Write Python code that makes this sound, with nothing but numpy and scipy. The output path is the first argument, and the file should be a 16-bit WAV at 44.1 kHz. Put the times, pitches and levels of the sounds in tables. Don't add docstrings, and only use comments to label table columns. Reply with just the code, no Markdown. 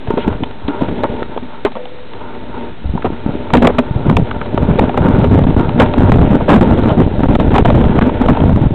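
import sys
import numpy as np
from scipy import signal
from scipy.fft import rfft, irfft
from scipy.io import wavfile
from scipy.ndimage import uniform_filter1d

SR = 44100
rng = np.random.default_rng(int(sys.argv[2]) if len(sys.argv) > 2 else 0)


def generate_wav(sig):
    pcm = np.round(np.clip(np.atleast_2d(sig).T, -1, 1) * 32767).astype(np.int16)
    wavfile.write(sys.argv[1], SR, pcm)


def convert_level_to_amplitude(level_db):
    exponent = np.asarray(level_db, float) / 20
    return 10 ** exponent


N = 385434

RAIL = 0.705
# centre in Hz, width in Hz, level in dB.
FRAME_MODES = [(240, 20.9, 11), (400, 87.5, 6), (500, 26, 3.5), (586.4, 18, 6.5), (915, 50, 2.5),
               (1393, 156, -6), (2130, 130, -45.5), (3000, 170, -41)]


def curve(table):
    return np.interp(np.arange(N) / SR, *np.transpose(table))


def walk(rate):
    hold = int(SR / rate)
    levels = np.repeat(rng.standard_normal(N // hold + 1), hold)
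    slewed = uniform_filter1d(uniform_filter1d(levels, hold), hold)
    return 2.0 * slewed[:N]


def unit(x):
    return x / np.sqrt(np.mean(x ** 2))


def coloured(x, spectrum):
    hz, db = np.transpose(spectrum)
    bins = np.arange(len(x) // 2 + 1) * SR / len(x) + 1
    gain = convert_level_to_amplitude(np.interp(np.log(bins), np.log(hz), db))
    return unit(irfft(rfft(x) * gain, len(x)))


def add(out, s, piece):
    i = int(s * SR)
    out[i:i + len(piece)] += piece[:N - i]


def gusts():
    # start in seconds, length in seconds, lift in dB.
    gust_rows = [(0.096, 0.05, 12), (0.274, 0.044, 5.5), (0.401, 0.056, 13), (0.636, 0.025, 13),
                 (0.814, 0.024, 17), (0.885, 0.065, 6), (2.849, 0.034, 14.5), (2.892, 0.021, 9),
                 (2.944, 0.036, 10), (3.046, 0.04, 7.5), (3.099, 0.052, 9.5), (3.259, 0.037, 13),
                 (3.54, 0.053, 25), (3.625, 0.058, 24.5), (3.69, 0.058, 12), (3.963, 0.075, 9),
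                 (4.06, 0.089, 15), (4.182, .05, 13.5), (4.552, .01, 5), (4.611, .02, 7),
                 (4.684, 0.028, 10.5), (4.794, 0.058, 11), (4.976, 0.017, 9.5), (5.013, .1, 12),
                 (5.131, .03, 12), (5.181, 0.1, 11), (5.307, 0.017, 8.5), (5.332, 0.049, 13),
                 (5.41, 0.019, 7), (5.483, 0.023, 12), (5.563, .045, 11), (5.789, 0.056, 16.5),
                 (5.863, 0.02, 11), (5.982, .085, 14.5), (6.081, 0.21, 16), (6.305, 0.05, 15),
                 (6.494, 0.13, 18), (6.612, .04, 11), (6.686, 0.061, 10), (6.769, 0.088, 11),
                 (6.861, 0.062, 10), (6.969, 0.072, 10.5), (7.045, .025, 7), (7.187, 0.072, 10.5),
                 (7.282, 0.026, 12.5), (7.345, 0.011, 8.5), (7.382, 0.041, 8.5), (7.465, 0.1, 11.5),
                 (7.585, 0.039, 13.5), (7.643, 0.064, 13.5), (7.73, 0.084, 11), (7.841, 0.077, 9.5),
                 (7.966, .035, 15), (8.007, 0.023, 8), (8.071, 0.014, 10), (8.215, 0.059, 9),
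                 (8.287, 0.044, 13), (8.399, 0.19, 10), (8.614, 0.051, 11.5)]
    rise_s, fall_s = 0.008, 0.018
    t = np.arange(N) / SR
    lift_db = np.zeros(N)
    for s, length, db in gust_rows:
        corners = [s - rise_s, s, s + length, s + length + fall_s]
        lift_db += np.interp(t, corners, [0, db, db, 0])
    return lift_db


def wind(rumble_db, buffet_db):
    # frequency in Hz, level in dB per Hz.
    rumble_spectrum = [(8, -14.5), (25, 0.5), (60, 2.5), (110, 3.5), (200, -15.5), (400, -30),
                       (4000, -83.5)]
    # frequency in Hz, level in dB.
    buffet_spectrum = [(40, -12), (100, -11.5), (150, -1), (250, 1.5), (400, -8.5), (800, -13.5),
                       (1600, -52), (4000, -55)]
    ragged = 0.6 * walk(22)
    eddies = rng.standard_normal(N) * (0.012 + (rng.random(N) < 150 / SR))
    rumble = coloured(rng.standard_normal(N), rumble_spectrum)
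    rumble = unit(rumble * convert_level_to_amplitude(2.5 * ragged + 0.38 * walk(35)))
    buffet = unit(coloured(eddies, buffet_spectrum) * convert_level_to_amplitude(2.2 * ragged + 2.4 * walk(70)))
    return convert_level_to_amplitude(rumble_db + 6) * rumble + convert_level_to_amplitude(buffet_db) * buffet


def slaps():
    # start in
    # seconds, peak in dB, swing in Hz.
    slap_rows = [(0.084, -13, 107), (.105, 0.5, 400), (0.139, -7.5, 246), (.173, -4, 329),
                 (0.267, -11, 204), (.278, 3.5, 281), (.429, -7, 240), (0.351, -16, 171), (0.406, -12, 257),
                 (0.647, -20, 62), (0.821, -0.5, 241), (0.885, -7, 332), (0.925, -10.5, 215),
                 (1.0355, 0, 500), (1.048, -7, 400), (1.222, -7.5, 400), (1.364, -8, 487), (1.375, -8, 483),
                 (1.1, -13, 241), (8.215, 8, 240), (2.856, -13.5, 68), (2.896, -11.5, 62.7),
                 (2.938, -10, 180), (2.951, -10, 170), (3.103, -9, 288), (3.132, -16, 220),
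                 (3.262, -0.5, 240), (3.353, -9.5, 250), (3.5339, 6.5, 169.6), (3.58, -7, 253),
                 (3.569, 2, 302), (3.91, -8, 135), (3.96, -7, 105), (4.082, -2.5, 110), (4.091, -1, 221),
                 (4.111, 4.5, 188.6), (4.127, -2, 223), (4.161, -3, 110.2), (4.185, -7, 159.5),
                 (4.197, -3.5, 155), (4.221, -7, 125.6), (4.544, -4.5, 255), (5.008, -1.5, 129),
                 (5.47, -1.5, 242.4), (5.565, 1, 258.6), (5.654, -8.5, 130), (5.685, -7.5, 150),
                 (5.746, -9.5, 120), (5.895, -9, 180), (6.422, -7, 170.4), (6.781, -4, 200),
                 (6.823, -5, 219.5), (6.87, -4, 220), (7.895, -4.5, 200), (7.915, -5, 200),
                 (8.52, -3, 170.4), (8.657, -3, 170), (8.718, -9.5, 139), (6.978, 0.5, 252),
                 (7.287, -5, 150.4), (7.752, -1, 154), (7.955, -3, 268), (8.418, -4.5, 135),
                 (8.618, -1.5, 137.5), (7.384, 10, 295)]
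    out, t = np.zeros(N), np.arange(SR // 12) / SR
    for s, db, hz in slap_rows:
        fade = np.exp(-t * hz / 0.6) * (1 - np.exp(-t / 0.0008))
        add(out, s, -convert_level_to_amplitude(db + 9) * np.sin(2 * np.pi * hz * t) * fade)
    return out


def smacks():
    # centre in seconds, peak in dB, swing in Hz.
    smack_rows = [(4.632, 1.5, 163), (4.6896, 1, 152), (4.7127, 1.5, 103.3), (4.841, 0.8, 186.5),
                  (5.059, 4, 170), (5.1013, -1.7, 157.3), (5.1423, 2.1, 95.4), (5.1877, 0.5, 118.4),
                  (5.2315, -1, 122.8), (5.3562, 0, 90.4), (5.4181, 2, 164), (5.4976, -1.8, 146.3),
                  (5.5791, -4, 67.6), (5.6059, -1.3, 194), (5.8153, 1.5, 184), (5.8337, 3.7, 169),
                  (5.9985, 0.5, 84.2), (6.0408, 2.2, 108), (6.0612, -4.6, 124), (6.101, 1.2, 83.6),
                  (6.125, 0.5, 148), (6.1722, 1.5, 105.2), (6.1923, 2.3, 217), (6.2252, 4, 113.6),
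                  (6.2514, 0, 209), (6.2796, -1, 146), (6.3184, 4, 130), (6.352, 1, 175),
                  (6.5256, 1.2, 173), (6.571, -1.5, 149.7), (6.6302, -2.3, 195), (6.6764, 0, 194.6),
                  (6.716, 1.3, 68.2), (6.738, 2, 168.4), (6.9198, 2, 145.3), (6.9944, -0.1, 118),
                  (7.019, -0.5, 178), (7.0658, -0.5, 156.3), (7.1871, 1.8, 203), (7.2066, 1.4, 213),
                  (7.235, -1, 175.5), (7.3022, 2.5, 73), (7.403, 1.3, 137), (7.4818, -2, 138),
                  (7.5359, 0.5, 160), (7.626, 1.9, 91), (7.6669, 1, 85), (7.7667, -0.2, 83.2),
                  (7.8667, 1, 100.5), (7.9866, 2, 151.5), (8.0297, -2.6, 142.5), (8.079, -2.5, 197),
                  (8.295, -1, 129), (8.3211, 3, 118.3), (8.438, -1.5, 162), (8.4597, 2.4, 126.5),
                  (8.4845, -6, 152), (8.5728, -1.1, 167.5), (8.638, -5, 172.4), (8.6695, 0.7, 91.3)]
    lead, tail = 0.3, 0.35
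    out, t = np.zeros(N), np.arange(-SR // 50, SR // 50) / SR
    for s, db, hz in smack_rows:
        fade = np.exp(-(t * hz / np.where(t < 0, lead, tail)) ** 2)
        add(out, s + t[0], -convert_level_to_amplitude(db + 5.5) * np.sin(2 * np.pi * hz * t) * fade)
    return out


def ring(x, hz, width_hz):
    return signal.lfilter(*signal.iirpeak(hz, hz / width_hz, SR), x)


def frame(x, modes=FRAME_MODES):
    return sum((-1) ** k * convert_level_to_amplitude(db) * ring(x, hz, width) for k, (hz, width, db) in enumerate(modes))


def knock_rows():
    # start in seconds, peak in dB, colour in Hz, chatter length in ms.
    blow_rows = [(0.107, -3, 450, 18), (.177, -3.5, 450, 34), (.279, -7, 542, 21), (.809, -7, 597, 84),
                 (1.036, -9.5, 1293, 6.4), (1.04, 0.5, 858, 18), (1.659, -6, 878, 58),
                 (1.754, -9.5, 543, 20), (1.765, -11, 500, 24), (3.058, -7, 850, 11), (3.064, -7, 606, 38),
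                 (3.503, -6.5, 616, 22), (3.537, 15.5, 740, 15), (3.624, 10.5, 565, 6.1),
                 (3.785, 7.5, 603, 26), (4.0993, 4, 1008, 5.8), (4.577, 1, 558, 16), (4.788, 3, 500, 13),
                 (5.04, -10.5, 450, 40), (5.799, 17.5, 582, 36), (5.988, -3, 544, 84),
                 (6.119, 5.5, 550, 12), (6.218, -4.5, 813, 55), (6.49, 4, 850, 76), (6.6, 6.5, 560, 44),
                 (6.902, -0.5, 638, 100), (7.233, -1.5, 414, 30), (7.352, 5, 729, 29),
                 (7.582, 8.5, 776, 16), (7.649, 4.5, 581, 58), (7.989, 7.5, 572, 8.5), (8.285, 3, 650, 20)]
    # start in seconds, peak in dB, colour in Hz, crack against the peak in dB.
    tick_rows = [(0.328, -8.5, 720, -23), (0.435, -5.5, 830, -20), (0.511, -20.5, 864, 1),
                 (1.229, -8.5, 1330, -5), (1.72, -19.5, 900, -1), (1.856, -19, 895, 3),
                 (1.377, -8.5, 920, -5), (2.136, -18.5, 1090, 1), (2.977, -9, 880, -22),
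                 (3.023, -14, 1360, -21), (3.672, 13.5, 580, -4.5), (4.1693, 6.5, 900, -1.5),
                 (4.312, -6, 1310, -21), (4.415, -6.5, 1330, -31), (4.895, -4.5, 760, -5),
                 (4.944, -4.5, 605, -16), (4.975, 1, 810, -21), (5.439, -6, 860, -12.5),
                 (5.693, -5.5, 850, -5), (5.861, -5, 880, -7), (5.939, -3.5, 800, -4.5),
                 (6.408, -3.5, 600, -22), (7.287, -5, 793, -9.5), (6.531, 4, 600, -10),
                 (4.794, 7.5, 698, -3.5), (5.06, -6, 500, -10.5), (5.242, -0.5, 500, -12.5),
                 (6.184, -2, 500, -9), (6.633, -3.5, 500, -11), (6.675, -5, 500, -10), (6.735, -6, 500, -8),
                 (6.775, -3.5, 500, -9.5), (6.836, -5, 500, -4), (6.894, -3.5, 600, -1.5),
                 (7.206, -7.5, 700, -11.5), (7.399, 1, 596, -8), (7.553, -3.5, 915, -12),
                 (7.561, 5, 900, -10), (7.814, -4, 500, -9), (8.094, -7, 903, -9), (8.261, -5.5, 597, -11),
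                 (8.405, -6, 600, -3.5), (7.683, -2, 565, -12.5), (7.702, 2.5, 583, -9),
                 (7.841, -1.5, 618, -5), (8.013, -1, 915, -16.5), (8.35, -5.5, 800, -10),
                 (8.371, -2, 800, -9.5)]
    # start in seconds, peak in dB.
    bump_rows = [(.073, -4.5), (0.175, 1), (0.278, 3.5), (0.682, -4), (.885, -3), (1.654, -6), (2.936, -22),
                 (3.046, -2.5), (3.785, 13.5), (4.459, -6.5), (4.618, -13), (4.685, -11), (5.211, -2.5),
                 (5.244, 2), (5.469, -3), (5.596, -3.5), (6.08, -7), (6.139, 2.5), (6.303, -19),
                 (6.625, -5.5), (6.705, -10.5), (6.781, -10.5), (6.824, -2), (7.012, -5), (7.4, 4.5),
                 (7.515, -1.5), (7.765, -6), (8.096, -5), (8.152, -7), (8.22, 0)]
    blows = [(s, db, db - 14, db - 13, hz, ms) for s, db, hz, ms in blow_rows]
    ticks = [(s, db, db - 32.5, db + crack_db, hz, 14) for s, db, hz, crack_db in tick_rows]
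    bumps = [(s, db - 14.5, db, db - 33.5, 650, 36) for s, db in bump_rows]
    return blows + ticks + bumps


def knocks():
    out, t, rows = np.zeros(N), np.arange(SR // 6) / SR, knock_rows()
    noises = rng.standard_normal((len(rows), len(t)))
    for (s, db, thump_db, crack_db, hz, ms), noise in zip(rows, noises):
        fade = np.exp(-np.log(1000) * (t * 1000 / ms) ** 1.5)
        blow = noise * fade * (1 - np.exp(-t / 0.0016))
        body = ring(ring(blow, hz, 0.21 * hz) + convert_level_to_amplitude(-12.5) * frame(blow), hz, 3.3 * hz)
        crack = ring(ring(blow * fade, 2300, 5000), 2300, 5000)
        thump = ring(blow, 245, 24) + convert_level_to_amplitude(4.5) * ring(blow, 410, 35)
        for part, part_db in ((body, db - 3.5), (crack, crack_db - 4.5), (thump, thump_db - 9.5)):
            add(out, s - 0.0015, convert_level_to_amplitude(part_db) * part / abs(part).max())
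    return out


def judders():
    # start in seconds, length in seconds, level in dB, colour in Hz.
    judder_rows = [(0.185, 0.063, -32.5, 2670), (0.434, 0.0067, -21, 2630), (3.569, 0.0043, -11, 1980),
                   (3.684, 0.027, -15, 500), (0.679, 0.0027, -19, 3700), (1.037, 0.024, -17, 580),
                   (1.65, 0.0067, -19, 1394), (3.645, 0.014, 0, 500), (3.044, .03, -15, 441),
                   (4.895, 0.0037, -35, 800), (4.974, 0.0047, -18.5, 790), (6.406, 0.0063, -29, 883),
                   (3.548, 0.014, -3.5, 500), (3.62, 0.018, -4, 400), (4.685, 0.026, -11, 159),
                   (4.807, 0.031, -9.5, 245), (5.803, 0.024, -4.5, 650), (6.311, 0.046, -10.5, 225.5),
                   (6.481, 0.073, -8, 608), (6.698, 0.074, -12, 249.5), (6.983, 0.038, -6.5, 221),
                   (7.54, 0.031, -14.5, 840), (8.019, 0.0057, -7.5, 913), (8.296, 0.031, -17.5, 282)]
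    out, t = np.zeros(N), np.arange(SR // 8) / SR
    noises = rng.standard_normal((len(judder_rows), len(t)))
    for (s, length, db, hz), noise in zip(judder_rows, noises):
        hold = np.clip(t / 0.0015, 0, 1) * np.clip((length - t) / 0.014 + 0.5, 0, 1)
        shake = unit(ring(ring(noise, hz, 0.98 * hz), hz, hz))
        add(out, s, convert_level_to_amplitude(db) * shake * hold)
    return out


def sings():
    # start in seconds, level in dB, pitch in Hz, 60 dB decay time in seconds.
    sing_rows = [
        (0.684, -6, 283, 0.1),
        (1.426, -18, 254, 0.13),
        (1.6, -40, 374, 0.22),
        (1.655, -17.5, 234.6, 0.19),
        (1.6503, 8, 419, 0.049),
        (1.77, -18, 593, .15),
        (1.789, -29, 495, 1.55),
    ]
    out, t = np.zeros(N), np.arange(SR // 2) / SR
    noises = rng.standard_normal((len(sing_rows), len(t)))
    for (s, db, hz, t60), noise in zip(sing_rows, noises):
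        tone = np.sin(2 * np.pi * hz * t) + 0.5 * unit(ring(noise, hz, 60))
        add(out, s, convert_level_to_amplitude(db) * tone * np.exp(-np.log(1000) * t / t60))
    return out


def rattle(hum_db, rattle_db):
    chance = rng.random((3, N))
    struck = chance[0] < 2500 / SR
    ticks = struck * np.sign(chance[1] - 0.5) * convert_level_to_amplitude(-3 * np.log(chance[2] + 0.004))
    shake = ticks * convert_level_to_amplitude(1.2 * walk(30))
    tubes = unit(frame(shake, FRAME_MODES[:4]))
    small_parts = frame(shake, FRAME_MODES[4:]) * convert_level_to_amplitude(1.6 * walk(12))
    parts = unit(small_parts + convert_level_to_amplitude(-18) * ring(shake, 1400, 3000))
    return convert_level_to_amplitude(hum_db) * tubes + convert_level_to_amplitude(rattle_db - 0.5) * parts


def scene():
    # time in seconds, level in dB.
    airflow = [(0, -47.5), (.3, -25.5), (.6, -40.5), (1, -26), (1.4, -35), (1.6, -56.5), (2.05, -47.5),
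               (2.45, -35.5), (2.8, -36), (3.4, -30), (3.9, -27), (4.35, -26), (4.6, -20), (5.9, -19),
               (6.4, -20.5), (7.1, -18.5), (8.74, -18)]
    # time in seconds, level in dB.
    roughness = [(0, -38), (.2, -30), (.6, -37.5), (.85, -28.5), (1.1, -28.5), (1.5, -39.5), (2.11, -43),
                 (2.15, -34), (2.66, -32.5), (2.8, -42), (3.3, -31.5), (4.2, -33), (4.7, -27), (5.9, -28.5),
                 (6.6, -26.5), (7.1, -28.5), (7.7, -23.5), (8.74, -31)]
    air_db, lift_db, rough_db = curve(airflow), gusts(), curve(roughness)
    blown = wind(air_db - 6 + 0.54 * lift_db, air_db + lift_db)
    pivot_db = -37.5
    hum_db = pivot_db + 1.4223 * (rough_db - pivot_db) + 1.5 + 0.19 * lift_db
    shaken = rattle(hum_db, rough_db + 0.23 * lift_db)
    return (blown + slaps() + smacks() + sings() + judders() + shaken + knocks())[None]


def block(x):
    # start in seconds, length in seconds.
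    block_rows = [(4.162, .004), (4.2312, .004), (4.801, 0.0061), (5.456, .012), (5.5495, .016),
                  (5.992, 0.0043), (6.0014, 0.0037), (6.103, .006), (6.112, .007), (6.1755, 0.0093),
                  (6.196, 0.003), (6.6, .0112), (7.069, 0.0063), (7.186, .0064), (7.2707, 0.0117),
                  (7.3673, 0.0224), (7.4967, 0.0084), (7.6164, 0.0064), (7.6283, 0.021), (7.668, 0.0039),
                  (7.736, 0.0056), (7.8765, 0.0036), (7.9947, 0.017), (8.2685, 0.0068)]
    pin_s, fall_s, creep_s = 0.003, 0.0013, 0.0015
    y = x.copy()
    fall = np.arange(int(pin_s * SR)) / SR
    for s, length in block_rows:
        i, t = int(s * SR), np.arange(int(length * SR)) / SR
        y[i - len(fall):i] += np.clip(fall / fall_s, 0, 1) * (-1 - y[i - len(fall):i])
        gain = np.maximum(convert_level_to_amplitude(-26.5), 1 + (t - length) / 0.0012)
        y[i:i + len(t)] = gain * x[i:i + len(t)] - RAIL * np.exp(-t / creep_s)
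    return y


def top_cut(x):
    return signal.sosfilt(signal.butter(12, 16000, fs=SR, output="sos"), x)


def record(dry):
    # frequency in Hz, level in dB.
    hiss_spectrum = [(20, 2), (200, 3.5), (1000, -7), (2000, -10), (3400, -12.5), (4200, -4.5)]
    camera_sr, offset = 8000, -0.063
    hiss = convert_level_to_amplitude(-29) * coloured(rng.standard_normal(N), hiss_spectrum)
    x = block(dry[0]) + hiss + offset
    low = np.clip(signal.resample_poly(x, 80, 441), -RAIL, RAIL)
    edge = signal.firwin(441 * 32 + 1, camera_sr / 2, window=("kaiser", 9), fs=camera_sr * 441)
    y = signal.resample_poly(low, 441, 80, window=edge)[:N]
    y = np.clip(y, -1.003 * RAIL, 1.003 * RAIL)
    return top_cut(y[None])


dry = scene()
out = record(dry)
generate_wav(out)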